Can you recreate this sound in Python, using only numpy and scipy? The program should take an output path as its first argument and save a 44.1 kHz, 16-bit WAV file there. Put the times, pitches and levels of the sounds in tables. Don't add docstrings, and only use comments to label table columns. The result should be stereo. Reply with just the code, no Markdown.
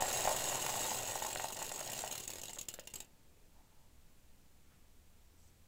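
import sys
import numpy as np
from scipy import signal
from scipy.fft import rfft, irfft, next_fast_len
from scipy.io import wavfile
from scipy.ndimage import uniform_filter1d

SR = 44100
rng = np.random.default_rng(int(sys.argv[2]) if len(sys.argv) > 2 else 0)


def file_out(sig):
    cols = np.atleast_2d(sig).T
    lim = np.clip(cols, -1, 1)
    pcm = np.round(lim * 32767).astype(np.int16)
    wavfile.write(sys.argv[1], SR, pcm)


N = 250047

# time in seconds, flow in balls a second.
POUR_FLOW = [(0, 118.6), (.85, 137.5), (1.08, 81.7), (1.35, 61), (1.62, 42), (2.03, 58), (2.25, 15),
             (2.6, 6.93)]
# landing in seconds, relative level in dB.
HARD_LANDINGS = [(0.0218, -26), (0.2902, -23), (0.3626, -23.5), (0.6624, -25.5), (1.2231, -27.5),
                 (1.264, -29.5), (1.3495, -30), (1.5224, -29.5), (1.5673, -31.5), (1.624, -27.5),
                 (1.719, -31.5), (1.8031, -30.5), (1.9888, -27.5), (2.1104, -29), (2.1233, -27.5),
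                 (2.1524, -29), (2.1771, -29), (2.1993, -32), (2.2355, -35), (2.2765, -27.5),
                 (2.3013, -28.5), (2.3339, -31.5), (2.355, -32.5), (2.3826, -35.5), (2.4145, -33),
                 (2.4338, -29.5), (2.4542, -33), (2.481, -36), (2.4931, -35), (2.5317, -34), (2.585, -30),
                 (2.611, -30.5), (2.6845, -25.5), (2.7383, -32), (2.794, -34.5), (2.872, -32.5),
                 (2.9369, -31.5), (2.9553, -31.5), (3.0023, -32)]
FULL_FLOW = 147


def amp(db):
    return 10 ** (np.asarray(db) / 20)


def unit(x):
    return x / np.sqrt(np.mean(x ** 2) + 1e-20)


def along(points, hz):
    point_hz, values = np.transpose(points)
    return np.interp(np.log(hz + 1), np.log(point_hz + 1), values)


def flow_at(s):
    return np.interp(s, *np.transpose(POUR_FLOW))


def filtered(x, response):
    size = 2 * next_fast_len((N + SR // 2) // 2)
    hz = np.fft.rfftfreq(size, 1 / SR)
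    return irfft(rfft(x, size) * response(hz), size)[..., :N]


def causal(gain):
    cepstrum = irfft(np.log(np.maximum(gain, 1e-6)))
    half = cepstrum.shape[-1] // 2
    cepstrum[..., 1:half] *= 2
    cepstrum[..., half + 1:] = 0
    return np.exp(rfft(cepstrum))


def resonance(hz, centre, width):
    damping = (hz * width) ** 2
    return damping / ((centre ** 2 - hz ** 2) ** 2 + damping)


def band(centre_hz, width_hz):
    noise = rng.standard_normal((2, N))
    return unit(filtered(noise, lambda hz: resonance(hz, centre_hz, width_hz)))


def add(track, s, sound):
    start = max(round(s * SR), 0)
    part = track[..., start:start + sound.shape[-1]]
    part += sound[..., :part.shape[-1]]


def air():
    # frequency in Hz, relative density in dB.
    air_spectrum = [(20, 6), (35, -11), (60, -3), (100, -11.5), (150, -14), (220, -15), (330, -20.5),
                    (550, -23.5), (1200, -28.5), (2500, -29), (5500, -32), (7500, -29.5), (9500, -34),
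                    (15400, -33.5)]
    # frequency in Hz, left-right correlation.
    air_likeness = [(60, 0.39), (180, 0.26), (550, 0.19), (1650, -0.075), (4970, 0.011), (15000, -0.01)]

    def mid_side(hz):
        turn = np.arccos(np.clip(along(air_likeness, hz), -1, 1)) / 2
        return amp(along(air_spectrum, hz)) * [np.cos(turn), np.sin(turn)]
    mid, side = filtered(rng.standard_normal((2, N)), mid_side)
    return amp(-59.0) * unit(np.array([mid + side, mid - side]))


def linger():
    t = np.arange(N) / SR
    pitch_hz, held_db, fade_db_per_s = 894, -83, 6
    level_db = held_db - fade_db_per_s * np.maximum(t - HARD_LANDINGS[-1][0], 0)
    return amp(level_db) * np.sin(2 * np.pi * pitch_hz * t)


def contacts(per_ball, evenness, count=1600):
    draws = rng.standard_normal((count, 3))
    even = np.clip(evenness, 0, 1)
    random_gaps = (draws[:, 0] ** 2 + draws[:, 1] ** 2) / 2
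    due = np.cumsum(even + (1 - even) * random_gaps)
    t = np.linspace(0, POUR_FLOW[-1][0], SR)
    passed = np.cumsum(per_ball * flow_at(t)) * t[1]
    times = np.interp(due, passed, t, right=np.inf)
    return times, np.clip(draws[:, 2], -2, 2)


def stream(per_ball, start_db, fall_db_per_s, db_per_doubling, spread_db):
    s, size = contacts(per_ball, evenness=0)
    doublings = np.log2(flow_at(s) / FULL_FLOW)
    fall_db = fall_db_per_s * np.minimum(s, POUR_FLOW[-1][0])
    level_db = start_db + db_per_doubling * doublings - fall_db
    return np.transpose([s, level_db + spread_db * size])


def settling(rows, count=3):
    flight_s, first_hop_db, loss_db_per_hop = 0.011, -14.5, 2
    flight, size = rng.standard_normal((len(rows), 2, count)).transpose(1, 0, 2)
    s = rows[:, :1] + np.cumsum(flight_s * np.exp(.5 * flight), axis=1)
    db = rows[:, 1:] + first_hop_db - loss_db_per_hop * np.arange(count) + 2 * size
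    return np.transpose([s.ravel(), db.ravel()])


def landings():
    trickle_s = 2.08
    clear_s = .012
    hard = np.array(HARD_LANDINGS)
    s, size = contacts(1, evenness=.72, count=260)
    clear = np.abs(s[:, None] - hard[:, 0]).min(axis=1) > clear_s
    free = (s < trickle_s) & clear
    crowding = flow_at(s) / FULL_FLOW
    falling = np.transpose([np.where(free, s, np.inf), -32.5 + 4.5 * crowding * size])
    rattle = stream(6.5, start_db=-23.5, fall_db_per_s=1, db_per_doubling=1.0, spread_db=3.0)
    blows = np.vstack([hard, settling(hard), falling])
    return np.vstack([blows + [0, 15.5], rattle])


def rebounds(rows, spread, tail_db, tail_t60, tail_top_hz, size=2048):
    t, hz = np.arange(size) / SR, np.fft.rfftfreq(size, 1 / SR)
    life = spread * np.exp(.15 * rng.standard_normal((len(rows), 1, 1)))
    swell = (t / life * np.exp(1 - t / life)) ** np.sqrt(2)
    tail = amp(tail_db - 60 * t / tail_t60) * (1 - np.exp(-t / life))
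    noise = rng.standard_normal((len(rows), 2, size))
    dull_tail = rfft(noise * tail) / np.sqrt(1 + (hz / tail_top_hz) ** 8)
    spectra = rfft(noise * swell) + dull_tail
    colour_db = 2.2 * signal.resample(rng.standard_normal((len(rows), 16)), len(hz), axis=1)
    bursts = irfft(spectra * amp(colour_db)[:, None])
    track = np.zeros((2, N))
    for (s, db), burst in zip(rows, bursts):
        if np.isfinite(s):
            add(track, s, amp(db) * unit(burst) / np.sqrt(size))
    return track


def clicks(rows):
    # centre in Hz, width in Hz, relative left and right levels in dB.
    clatter_modes = [(2830, 210, 9, 10), (3755, 350, 5.5, 2), (4260, 110, -1, 5.5), (5100, 90, 5, -19),
                     (6674, 163, 15.5, 16), (7000, 450, 7.5, 7), (7510, 130, 18, 10), (7950, 266, 12.5, -2)]
    # frequency in Hz, relative level in dB.
    crack_spectrum = [(60, -12.5), (220, -6.5), (450, 2), (900, 0.5), (1300, -6), (2200, -2), (3300, 0.5),
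                      (6000, 2), (8500, -0.5), (11000, 1.5), (12200, -1.5), (15000, 1.5)]

    def ring(hz):
        modes = sum(amp([[left], [right]]) ** 2 * resonance(hz, centre, width)
                    for centre, width, left, right in clatter_modes)
        crack = amp(along(crack_spectrum, hz)) ** 2
        return causal(unit(np.sqrt(crack + modes)))
    bursts = rebounds(rows, spread=.002, tail_db=-12.5, tail_t60=.065, tail_top_hz=9500)
    return filtered(bursts, ring)


def thud(pitch_hz, t60):
    t = np.arange(SR // 20) / SR
    return np.sin(2 * np.pi * pitch_hz * t) * amp(-60 * t / t60)


def knocks():
    # start in seconds, level in dB before the gains below,
    # pitch in Hz, hard rap relative to the knock in dB before its own gain.
    loud_knocks = [(0.022, -24.5, 760, -14), (0.254, -27.5, 724, -17), (0.275, -20, 740, -26),
                   (0.28, -28, 730, -22), (0.295, -31, 850, -20), (0.313, -24, 627, -32),
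                   (0.346, -28, 600, -23), (0.665, -36, 950, 0), (0.775, -40, 790, -16),
                   (0.916, -37.5, 870, -16), (1.157, -30.5, 810, -19), (1.222, -31.5, 820, -16),
                   (1.248, -34, 850.5, -11), (1.359, -34.5, 620, -0.5), (1.398, -36, 850, 1),
                   (1.444, -28, 765, -28), (1.619, -36, 875, -8), (1.717, -36, 740, -6.5),
                   (1.812, -37, 610, -6), (2.039, -32.5, 727, -21), (2.789, -37, 520, -9.5)]
    # centre in Hz, width in Hz, gain in dB.
    body_modes = [(383, 19, -12), (538, 49, -1), (624, 26, 2.5), (750, 46, 0), (883, 55, 5), (1054, 36, 5),
                  (1440, 120, 5), (1890, 59, 11.5)]
    # frequency in Hz, gain in dB.
    wall_gain = [(40, -3), (280, -15), (550, -3), (950, -1.5), (1300, -2.5), (2200, 2.5), (4000, 7),
                 (9000, -34)]
    push = np.zeros(N)
    bumps = stream(4.5, start_db=-24.5, fall_db_per_s=3.5, db_per_doubling=0.5, spread_db=3.0)
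    for (s, db), (detune, hardness) in zip(bumps, rng.standard_normal((len(bumps), 2))):
        if np.isfinite(s):
            low_thud = thud(pitch_hz=750 * np.exp(0.22 * detune), t60=0.011)
            high_thud = thud(pitch_hz=1700 * np.exp(0.17 * detune), t60=0.0035)
            add(push, s, amp(db - 14.0) * low_thud)
            add(push, s, amp(db - 21.5 + 4.2 * hardness) * high_thud)
    for s, db in HARD_LANDINGS:
        add(push, s, amp(db - 16) * thud(pitch_hz=420, t60=0.0061))
    for s, db, pitch_hz, rap_db in loud_knocks:
        add(push, s, amp(db + 3.5) * thud(pitch_hz, t60=.012))
        add(push, s, amp(db + rap_db + 13.0) * thud(pitch_hz=1470, t60=0.0016))

    def ring(hz):
        modes = sum(amp(db) ** 2 * resonance(hz, centre, width) for centre, width, db in body_modes)
        return causal(np.sqrt(amp(along(wall_gain, hz)) ** 2 + modes))
    return filtered(push, ring)


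def bench(rows):
    # centre in Hz, width in Hz, gain in dB.
    bench_modes = [(108, 22, 1), (131.7, 18, -2), (224, 55, -4.5), (373, 48, -0.5), (464, 22, -3.5)]
    pushes = np.zeros(N)
    for s, db in rows[np.isfinite(rows[:, 0])]:
        add(pushes, s, amp([0.61 * db - 1.5]))

    def boards(hz):
        modes = sum(amp(db) ** 2 * resonance(hz, centre, width) for centre, width, db in bench_modes)
        return causal(np.sqrt(modes) / (1 + (hz / 700) ** 4))
    return filtered(pushes, boards)


def workshop(x, alike):
    # frequency in Hz, time to fall 60 dB in seconds.
    room_decay = [(150, 0.5), (800, 0.37), (3000, 0.19), (7500, 0.043), (15000, 0.15)]
    wet = np.zeros((2, N))
    hop = SR // 12
    padded = np.pad(x, (hop, 2 * hop))
    fade = np.sin(np.pi * np.arange(2 * hop) / (2 * hop))
    for start in range(0, N + hop, hop):
        own, shared = rng.standard_normal((2, SR // 2)), rng.standard_normal(SR // 2)
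        hz, t, z = signal.stft(own + alike * shared, SR, nperseg=256)
        decay = amp(-60 * t / along(room_decay, hz)[:, None])
        tail = signal.istft(z * decay, SR, nperseg=256)[1]
        tail = tail * (1 - np.exp(-np.arange(tail.shape[1]) / SR / 0.00043))
        piece = padded[start:start + 2 * hop] * fade
        echo = signal.fftconvolve(piece[None], tail / np.linalg.norm(tail[0]), axes=1)
        add(wet, (start - hop) / SR, echo[:, max(hop - start, 0):])
    return wet


def handling():
    # middle in seconds, length in seconds,
    # centre in Hz, width in Hz, level at the middle in dB.
    soft_rubs = [(3.38, 0.21, 433, 248, -74), (3.583, 0.058, 790, 450, -69.5), (3.74, 0.36, 885, 350, -78),
                 (4.73, 0.065, 1390, 2200, -72)]
    t = np.arange(N) / SR
    rubs = sum(amp(db) * np.exp(-2 * ((t - s) / length) ** 2) * band(centre, width)
               for s, length, centre, width, db in soft_rubs)
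    slide_s, slide_length_s = 5.44, 0.12
    grains = unit(uniform_filter1d(rng.exponential(size=N) ** 2, size=60))
    hiss = band(centre_hz=6400, width_hz=3700) + amp(-3) * band(centre_hz=7800, width_hz=600)
    slide = amp(-73) / (1 + (2 * (t - slide_s) / slide_length_s) ** 8)
    return rubs + slide * grains * hiss


def hum():
    # time in seconds, rms level in dB.
    hum_levels = [(4.4, -110), (4.9, -78), (5.25, -75.5), (5.45, -66.5), (5.58, -72), (5.67, -77)]
    waver_hz = 83 + 2 * signal.resample(rng.standard_normal(40), 1000)
    pitch_hz = np.interp(np.arange(N), np.linspace(0, N, len(waver_hz)), waver_hz)
    phase = 2 * np.pi * np.cumsum(pitch_hz) / SR
    level_db = np.interp(np.arange(N) / SR, *np.transpose(hum_levels))
    return amp(level_db) * np.sqrt(2) * np.sin(phase)


def scene():
    # frequency in Hz, left minus right in dB.
    stereo_tilt = [(100, 0.2), (600, 1), (1100, 1), (2000, 1), (4000, -2), (6000, -2), (8500, 5),
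                   (10500, -1), (15000, -3.5)]
    rows = landings()
    bright, dull = clicks(rows), knocks()
    bright_echo = amp(-5.0) * workshop(bright.sum(0) / np.sqrt(2), alike=0.22)
    dull_echo = amp(-11.0) * workshop(dull, alike=1.33)
    pour = bright + dull + bench(rows) + bright_echo + dull_echo
    balls = filtered(pour, lambda hz: amp(along(stereo_tilt, hz) * np.array([[.5], [-.5]])))
    return balls + linger() + handling() + hum() + air()


def record(dry):
    top_hz = 15650
    return filtered(dry, lambda hz: 1 / np.sqrt(1 + (hz / top_hz) ** 200))


dry = scene()
out = record(dry)
file_out(out)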